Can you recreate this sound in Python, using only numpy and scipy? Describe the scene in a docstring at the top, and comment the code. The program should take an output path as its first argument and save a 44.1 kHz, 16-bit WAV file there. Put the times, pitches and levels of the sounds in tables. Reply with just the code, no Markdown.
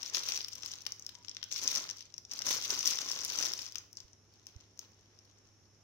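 """A soft toy turned in a plastic bag

Two hands turn a soft toy in its clear plastic bag, close to the microphone in a small quiet room.
Creases snap by buckling: filtered kicks, over a crinkle of many smaller ones. Sliding film and
fingers are shaped noise, and one faint squeak is an unsteady tone. Then the hands hold almost still:
last ticks and two soft bumps, over steady hiss and a faint mains hum."""
import sys
import numpy as np
from scipy import signal
from scipy.fft import rfft, irfft, next_fast_len
from scipy.io import wavfile
from scipy.ndimage import map_coordinates

SR = 44100
rng = np.random.default_rng(int(sys.argv[2]) if len(sys.argv) > 2 else 0)


def store_wav(level_fs):
    """Save 16-bit WAV to argv[1]."""
    pcm = np.round(np.clip(np.atleast_2d(level_fs), -1, 1) * 32767)
    wavfile.write(sys.argv[1], SR, pcm.T.astype(np.int16))


N = 257103

EAR_LAG_S = .00017  # greatest delay between the two channels


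def amp(db):
    """Decibel law: the amplitude ratio of a level."""
    return 10 ** (np.asarray(db) / 20)


def unit(x):
    """Normalisation: x scaled to an rms of 1."""
    return x / np.sqrt(np.mean(x ** 2) + 1e-20)


def along(points, hz):
    """Logarithmic frequency scale: values between (frequency [Hz], value) points."""
    point_hz, value = np.transpose(points)
    return np.interp(np.log(hz + 1), np.log(point_hz + 1), value)


def wobble(rate):
    """Random modulation: a smooth curve through rate random knots a second."""
    knots = rng.standard_normal(int(N * rate / SR) + 4)
    return map_coordinates(knots, [np.arange(N) * rate / SR])


def filtered(x, response):
    """Linear filtering: the spectrum of x times a response of frequency."""
    size = next_fast_len(N + SR // 2)
    hz = np.fft.rfftfreq(size, 1 / SR)
    return irfft(rfft(x, size) * response(hz), size)[..., :N]


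def panned(pan_db):
    """Level-difference stereo: gains of mean power 1, the left pan_db above the right."""
    gains = amp(np.array([pan_db, -pan_db]) / 2)
    return (gains / np.sqrt(np.mean(gains ** 2, axis=0)))[..., None]


def rush(spectrum, mono_hz, grain=1):
    """Partial coherence: stereo noise of rms 1, its channels more alike towards the bass."""
    noise = grain * rng.standard_normal((2, N))
    mid, side = filtered(noise, lambda hz: amp(along(spectrum, hz)))
    side = filtered(side, lambda hz: (hz + mono_hz / 2) / (hz + 2 * mono_hz))
    return unit(np.array([mid + side, mid - side]))


# spectrum of the steady hiss: (frequency [Hz], relative density [dB])
HISS_SPECTRUM = [(20, -18), (80, 3.5), (140, -2), (370, -3.5), (550, -10), (1500, -17), (4800, -22.5),
                 (5450, -6), (6600, -15.5), (7900, -36), (12000, -32), (16000, -58)]


def background(hiss_db=-67.0, hum_db=-71, hum_hz=100.7):
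    """Stationary noise plus a modulated tone: room air and microphone hiss under a wavering mains hum."""
    t = np.arange(N) / SR
    hum = np.sqrt(2) * np.sin(2 * np.pi * hum_hz * t + 0.18 * wobble(7.9))
    hiss = amp(hiss_db) * rush(HISS_SPECTRUM, mono_hz=663)
    return hiss + amp(hum_db + wobble(5.37)) * hum * panned(pan_db=-3.5)


ATTACK_DB_PER_S, RELEASE_DB_PER_S = 650, 150  # a move starts abruptly; the film settles slowly
REST_DB = -74.5  # crinkle effort of just holding the bag
# moves of the hands: turn to the front, settle, tip over, swing round, change grip, hold almost still:
# (start of full effort [s], hold [s], crinkle effort [dB], finger-rub effort [dB])
HAND_MOVES = [(0, 0.081, -44, -61), (0.147, 0.023, -33.5, -50), (0.261, .1, -37, -55.5),
              (.53, .22, -49, -66), (0.656, .02, -45, -66), (0.796, .63, -62, -74),
              (1.52, 0.095, -39.5, -62), (1.625, .17, -37, -53.5), (1.869, .025, -53, -61.5),
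              (1.973, 0.03, -50, -77), (2.319, .12, -44, -59.5), (2.461, 0.081, -31, -48),
              (2.612, 0.26, -39.5, -60), (2.704, .025, -34, -46), (2.856, 0.054, -31.5, -48),
              (3.01, 0.4, -39, -55), (3.375, .085, -34, -49.5), (3.57, 0.077, -43, -61.5),
              (3.76, .025, -58, -68.5), (3.972, .035, -57, -72), (4.32, 0.11, -65, -82),
              (4.474, 0.15, -61.5, -77.5), (4.79, 0.067, -61.5, -71), (4.937, 0.55, -69, -80.5)]


def effort(s):
    """Power summation: crinkle and rub effort in dB at times s, as every move rises, holds and decays."""
    film_power, finger_power = amp(REST_DB) ** 2, 0
    for start, hold, crinkle_db, rub_db in HAND_MOVES:
        rise_db = ATTACK_DB_PER_S * np.maximum(start - s, 0)
        fall_db = RELEASE_DB_PER_S * np.maximum(s - start - hold, 0)
        fade_db = np.minimum(rise_db + fall_db, 100)
        film_power = film_power + amp(crinkle_db - fade_db) ** 2
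        finger_power = finger_power + amp(rub_db - fade_db) ** 2
    return 10 * np.log10(film_power), 10 * np.log10(finger_power)


# spectrum of film sliding on film: (frequency [Hz], relative density [dB])
FILM_SPECTRUM = [(800, -61), (2000, -16), (3300, -9.5), (4600, -6), (5400, -12.5), (6050, -0.5),
                 (7000, -24), (8200, -22), (10500, -26.5), (15200, -20.5), (16200, -35)]
# spectrum of fingers rubbing the wrapped toy: (frequency [Hz], relative density [dB])
FINGER_SPECTRUM = [(50, -18), (150, -5.5), (280, 1), (560, 1), (760, -3), (1000, 4), (1900, 0.5),
                   (3400, -1), (7000, -48)]


def sliding(rub_db=1.5, brighten=0.49, soft_db=-39, hiss_db=-7.3):
    """Friction noise: film hisses on film, brighter under a firm grip; fingers rub the toy through it."""
    crinkle_db, finger_db = effort(np.arange(N) / SR)
    film_grain = amp(4.5 * wobble(600) + 3.5 * wobble(80))
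    film = amp(crinkle_db + hiss_db) * rush(FILM_SPECTRUM, mono_hz=600, grain=film_grain)
    # the part above about 8 kHz grows with effort past soft_db and shrinks below it
    sizzle = filtered(film, lambda hz: (1 + np.tanh(hz / 1000 - 8)) / 2)
    film = film + sizzle * (amp(brighten * (crinkle_db - soft_db)) - 1)
    rub_grain = amp(4.9 * wobble(300))
    rub = amp(finger_db + rub_db) * rush(FINGER_SPECTRUM, mono_hz=2480, grain=rub_grain)
    both = film * panned(pan_db=2.0) + rub * panned(pan_db=-0.5)
    # the right side hears it slightly later
    lag_s = np.array([[0], [EAR_LAG_S]])
    return filtered(both, lambda hz: np.exp(-2j * np.pi * hz * lag_s))


# colour of the dull flap of the sheet: (frequency [Hz], relative level [dB])
FLAP_COLOUR = [(100, -49), (400, -6), (750, -16.5), (1100, -5.5), (1900, -3), (3400, 8), (4800, 8),
               (8000, -21.5)]
# colour of the bright crack: (frequency [Hz], relative level [dB])
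CRACK_COLOUR = [(4000, -23), (7500, -0.5), (10500, -2.5), (13000, -4), (15200, -3)]


def buckle(rows, width_hz, shiver, shiver_s, size=512, lead_count=24):
    """Buckling instability: a kick and brief shiver excite a narrow ring, a duller flap and a bright crack."""
    s, db, ring_hz, flap_db, crack_db, pan_db = np.transpose(rows)
    t, hz = np.arange(size) / SR, np.fft.rfftfreq(size, 1 / SR)
    noise = rng.standard_normal((len(s), 2, size)).swapaxes(0, 1)
    shivering = shiver * noise * np.exp(-t / shiver_s) / np.sqrt(shiver_s * SR / 2)
    kick = rfft((t == 0) + shivering)
    # the sound reaches the louder side first
    side = np.array([-1, 1])[:, None, None]
    delay = lead_count / SR + side * np.tanh(pan_db / 10)[:, None] * EAR_LAG_S / 2
    kick = kick * np.exp(-2j * np.pi * hz * delay)
    # lower rings last longer
    ring_hz = ring_hz[:, None]
    width = width_hz * np.sqrt(ring_hz / np.median(ring_hz))
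    ring = (1j * hz * width / (ring_hz ** 2 - hz ** 2 + 1j * hz * width)) ** 2
    parts = [(ring, db),
             (amp(along(FLAP_COLOUR, hz)), db + flap_db),
             (amp(along(CRACK_COLOUR, hz)), db + crack_db)]
    wave = 0
    for colour, part_db in parts:
        part = irfft(kick * colour)
        wave = wave + amp(part_db)[:, None] * part / np.linalg.norm(part, axis=-1, keepdims=True)
    # levels count as the rms of the same energy spread over 1 ms
    wave = wave * panned(pan_db) * np.sqrt(SR / 1000)
    first = np.round(s * SR).astype(int)[:, None] - lead_count
    index = np.maximum(first + np.arange(size), 0)
    return np.array([np.bincount(index.ravel(), w.ravel(), N)[:N] for w in wave])


def crinkle(level_db=-1.5, ring_hz=5650, flap_db=-11, crack_db=-16, pan_db=10, busy_db=-36, count=2900):
    """Crackling noise: small creases give at random, in single ticks if touched lightly, densely if firmly."""
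    s = (np.arange(count) + rng.uniform(0, 2, count)) * N / SR / count
    strength, pitch, flap, crack, place = np.clip(rng.standard_normal((count, 5)), -2, 2).T
    work_db = effort(s)[0]
    # a lighter touch flips fewer creases, each a little larger than its share
    sparse_db = .7 * np.minimum(work_db - busy_db, 0)
    gives = rng.uniform(size=count) < amp(sparse_db)
    size_db = 20 * np.log10(unit(amp(11 * np.tanh(strength / 2))))
    size_db = size_db + np.minimum(-sparse_db / 2, 6)
    rows = np.column_stack([s, work_db + level_db + size_db, ring_hz * np.exp(.07 * pitch),
                            flap_db + 5 * flap, crack_db + 4 * crack, pan_db + 5 * place])
    return buckle(rows[gives], width_hz=1300, shiver=.6, shiver_s=.0013)


# decay of the room: (frequency [Hz], reverberation time for 60 dB [s])
ROOM_DECAY = [(250, 0.64), (2500, 0.47), (6000, 0.33), (15000, 0.45)]
# colour of its echo: (frequency [Hz], relative level [dB])
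ECHO_COLOUR = [(1000, 1), (3000, -2.5), (5700, -4), (9000, -5)]


def room(x, wet_db, build_s=0.00088):
    """Reverberation: the left channel excites a noise tail that swells fast, then decays by frequency."""
    hz, t, z = signal.stft(rng.standard_normal((2, SR // 2)), SR, nperseg=256)
    decay = amp(-60 * t / along(ROOM_DECAY, hz)[:, None])
    build = 1 - np.exp(-t / build_s)
    tail = signal.istft(z * decay * build, SR, nperseg=256)[1]
    tail = tail / np.linalg.norm(tail, axis=1, keepdims=True)
    source = filtered(x[:1], lambda hz: amp(wet_db + along(ECHO_COLOUR, hz)))
    return panned(pan_db=-2.0) * signal.fftconvolve(source, tail, axes=1)[:, :N]


USUAL_DB = -43  # crinkle effort of an ordinary move


def stray_snaps(level_db=-32, grows=.65, spread_db=2, flap_db=-8, crack_db=-16, least_db=-57, count=120):
    """Random buckling: middle-sized creases snap while effort is high, in rows like the large ones."""
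    s = (np.arange(count) + rng.uniform(size=count)) * N / SR / count
    strength, flap, crack = np.clip(rng.standard_normal((count, 3)), -2, 2).T
    work_db = effort(s)[0]
    db = level_db + grows * (work_db - USUAL_DB) + spread_db * strength
    rows = np.column_stack([s, db, flap_db + 4 * flap, crack_db + 5 * crack])
    return rows[work_db > least_db]


RING_HZ, RING_FALL_HZ_PER_DB = 5650, 14  # pitch of the microphone's narrow ring, and its fall as the flap grows
REF_FLAP_DB = -17.5  # flap at which the ring sits at RING_HZ, re ring
# large creases that snap through:
# (time [s], ring level over 1 ms [dB], flap of the sheet [dB re ring], crack [dB re ring])
LARGE_SNAPS = [(.1484, -23, -1.5, -11.5), (.1695, -26, -1, -20), (.4076, -35.5, 2.5, -28),
               (.4464, -29.5, -5.5, -17), (.4845, -33.5, -6, -5), (.531, -35, -13, -13),
               (.5537, -35, -12, -6), (.6335, -33, -2.5, -22), (.6609, -29.5, -7, -7.5),
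               (.8655, -28, 1, -14), (.8689, -31.5, -8, -9), (.9214, -28, -17, -11), (.996, -38, -20, -10),
               (1.024, -38.5, -19, -17.5), (1.0652, -29.5, -11.5, -11.5), (1.0924, -43, 5.5, -7),
               (1.1523, -39.5, -5, -29), (1.248, -42.5, -2, -26), (1.284, -35, -1.5, -30),
               (1.2946, -31.5, -22, -19), (1.3138, -39, -4.5, -28), (1.3485, -40, -10, -15),
               (1.368, -35, 1.5, -31), (1.4292, -33, 3, -27), (1.4398, -32, -10, -12),
               (1.6769, -16.5, -11.5, -22), (1.752, -22.5, -12, -10.5), (1.7596, -20.5, -7, -25),
               (1.7797, -26, -21, -11), (1.9002, -30.5, -8, -14), (1.911, -30, -9, -16),
               (2.1409, -35.5, -10.5, -24), (2.1802, -32, -12.5, -14), (2.251, -40, -10, -23),
               (2.3176, -32, -9, -25), (2.3356, -32.5, -10, -7), (2.3911, -27, -9, -14),
               (2.4196, -30, -3, -16), (2.7046, -20.5, -13, -13), (2.7914, -22, -28, -11),
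               (2.8572, -18, -21, -14), (2.8754, -15.5, -15, -10.5), (2.957, -27, -32, -13),
               (2.9875, -25.5, -2, -20), (3.0985, -30.5, -8, -8), (3.1157, -24, -9, -14.5),
               (3.249, -27, -25, -1.5), (3.3876, -20.5, -15, -20), (3.4267, -23.5, -5, -30),
               (3.4593, -24.5, -12, -13), (3.5362, -24.5, -7, -9.5), (3.591, -40, 6, -3),
               (3.7567, -27, -4.5, -12), (3.7833, -30, -20.5, -13), (3.93, -42.5, -27, -7),
               (3.9713, -33, -18, -19), (4.0036, -39, -7.5, -15), (4.1322, -47.5, -19, -25.5),
               (4.4685, -37.5, -11, -10), (4.7923, -31.5, -15, -10), (5.1897, -48, -18, -17)]


def snapping(warning_db=-18, pan_db=11, pan_spread_db=3, detune=0.017):
    """Snap-through: a crease ticks faintly, then flips; a stronger flap lowers the ring."""
    s, db, flap_db, crack_db = np.vstack([LARGE_SNAPS, stray_snaps()]).T
    pitch, place, early = rng.standard_normal((len(s), 3)).T
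    ring_hz = RING_HZ - RING_FALL_HZ_PER_DB * (flap_db - REF_FLAP_DB)
    ring_hz = ring_hz * np.exp(detune * pitch)
    panel = [ring_hz, flap_db, crack_db, pan_db + pan_spread_db * place]
    snaps = np.column_stack([s, db, *panel])
    tick_s = s - .014 + .004 * np.tanh(early)  # 10 to 18 ms ahead
    ticks = np.column_stack([tick_s, db + warning_db, *panel])
    return buckle(np.vstack([snaps, ticks]), width_hz=1250, shiver=.85, shiver_s=.0021)


def squeak(start_s=1.132, end_s=1.23, pitch_hz=965, level_db=-71):
    """Stick-slip friction: a fingertip on taut film, drawn as one faint sine of unsteady pitch and level."""
    t = np.arange(N) / SR
    press = np.clip(np.minimum(t - start_s, end_s - t) / 0.007, 0, 1)
    phase = 2 * np.pi * np.cumsum(pitch_hz * (1 + .04 * wobble(250))) / SR
    return amp(level_db) * press * amp(3 * wobble(120)) * np.sin(phase)


# soft handling bumps: (time [s], peak before panning [dB], pitch [Hz])
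SOFT_BUMPS = [(4.052, -55, 60), (4.566, -43, 75.4)]


def bumps(length_s=0.0053):
    """Damped displacement: a soft push rocks the microphone for about one cycle, mostly on the right."""
    t = np.arange(N) / SR
    push = 0
    for s, db, hz in SOFT_BUMPS:
        swell = np.exp(-.5 * ((t - s) / length_s) ** 2)
        push = push - amp(db) * np.cos(2 * np.pi * hz * (t - s)) * swell
    return push * panned(pan_db=-12)


def scene():
    """Superposition: the bag, its echo in the room, the bumps and the background add."""
    bag = snapping() + crinkle() + sliding() + squeak()
    return bag + room(bag, wet_db=-8.5) + bumps() + background()


def record(dry, top_hz=16000):
    """Band limitation: nothing at or above top_hz is kept."""
    return filtered(dry, lambda hz: hz < top_hz)


dry = scene()
out = record(dry)
store_wav(out)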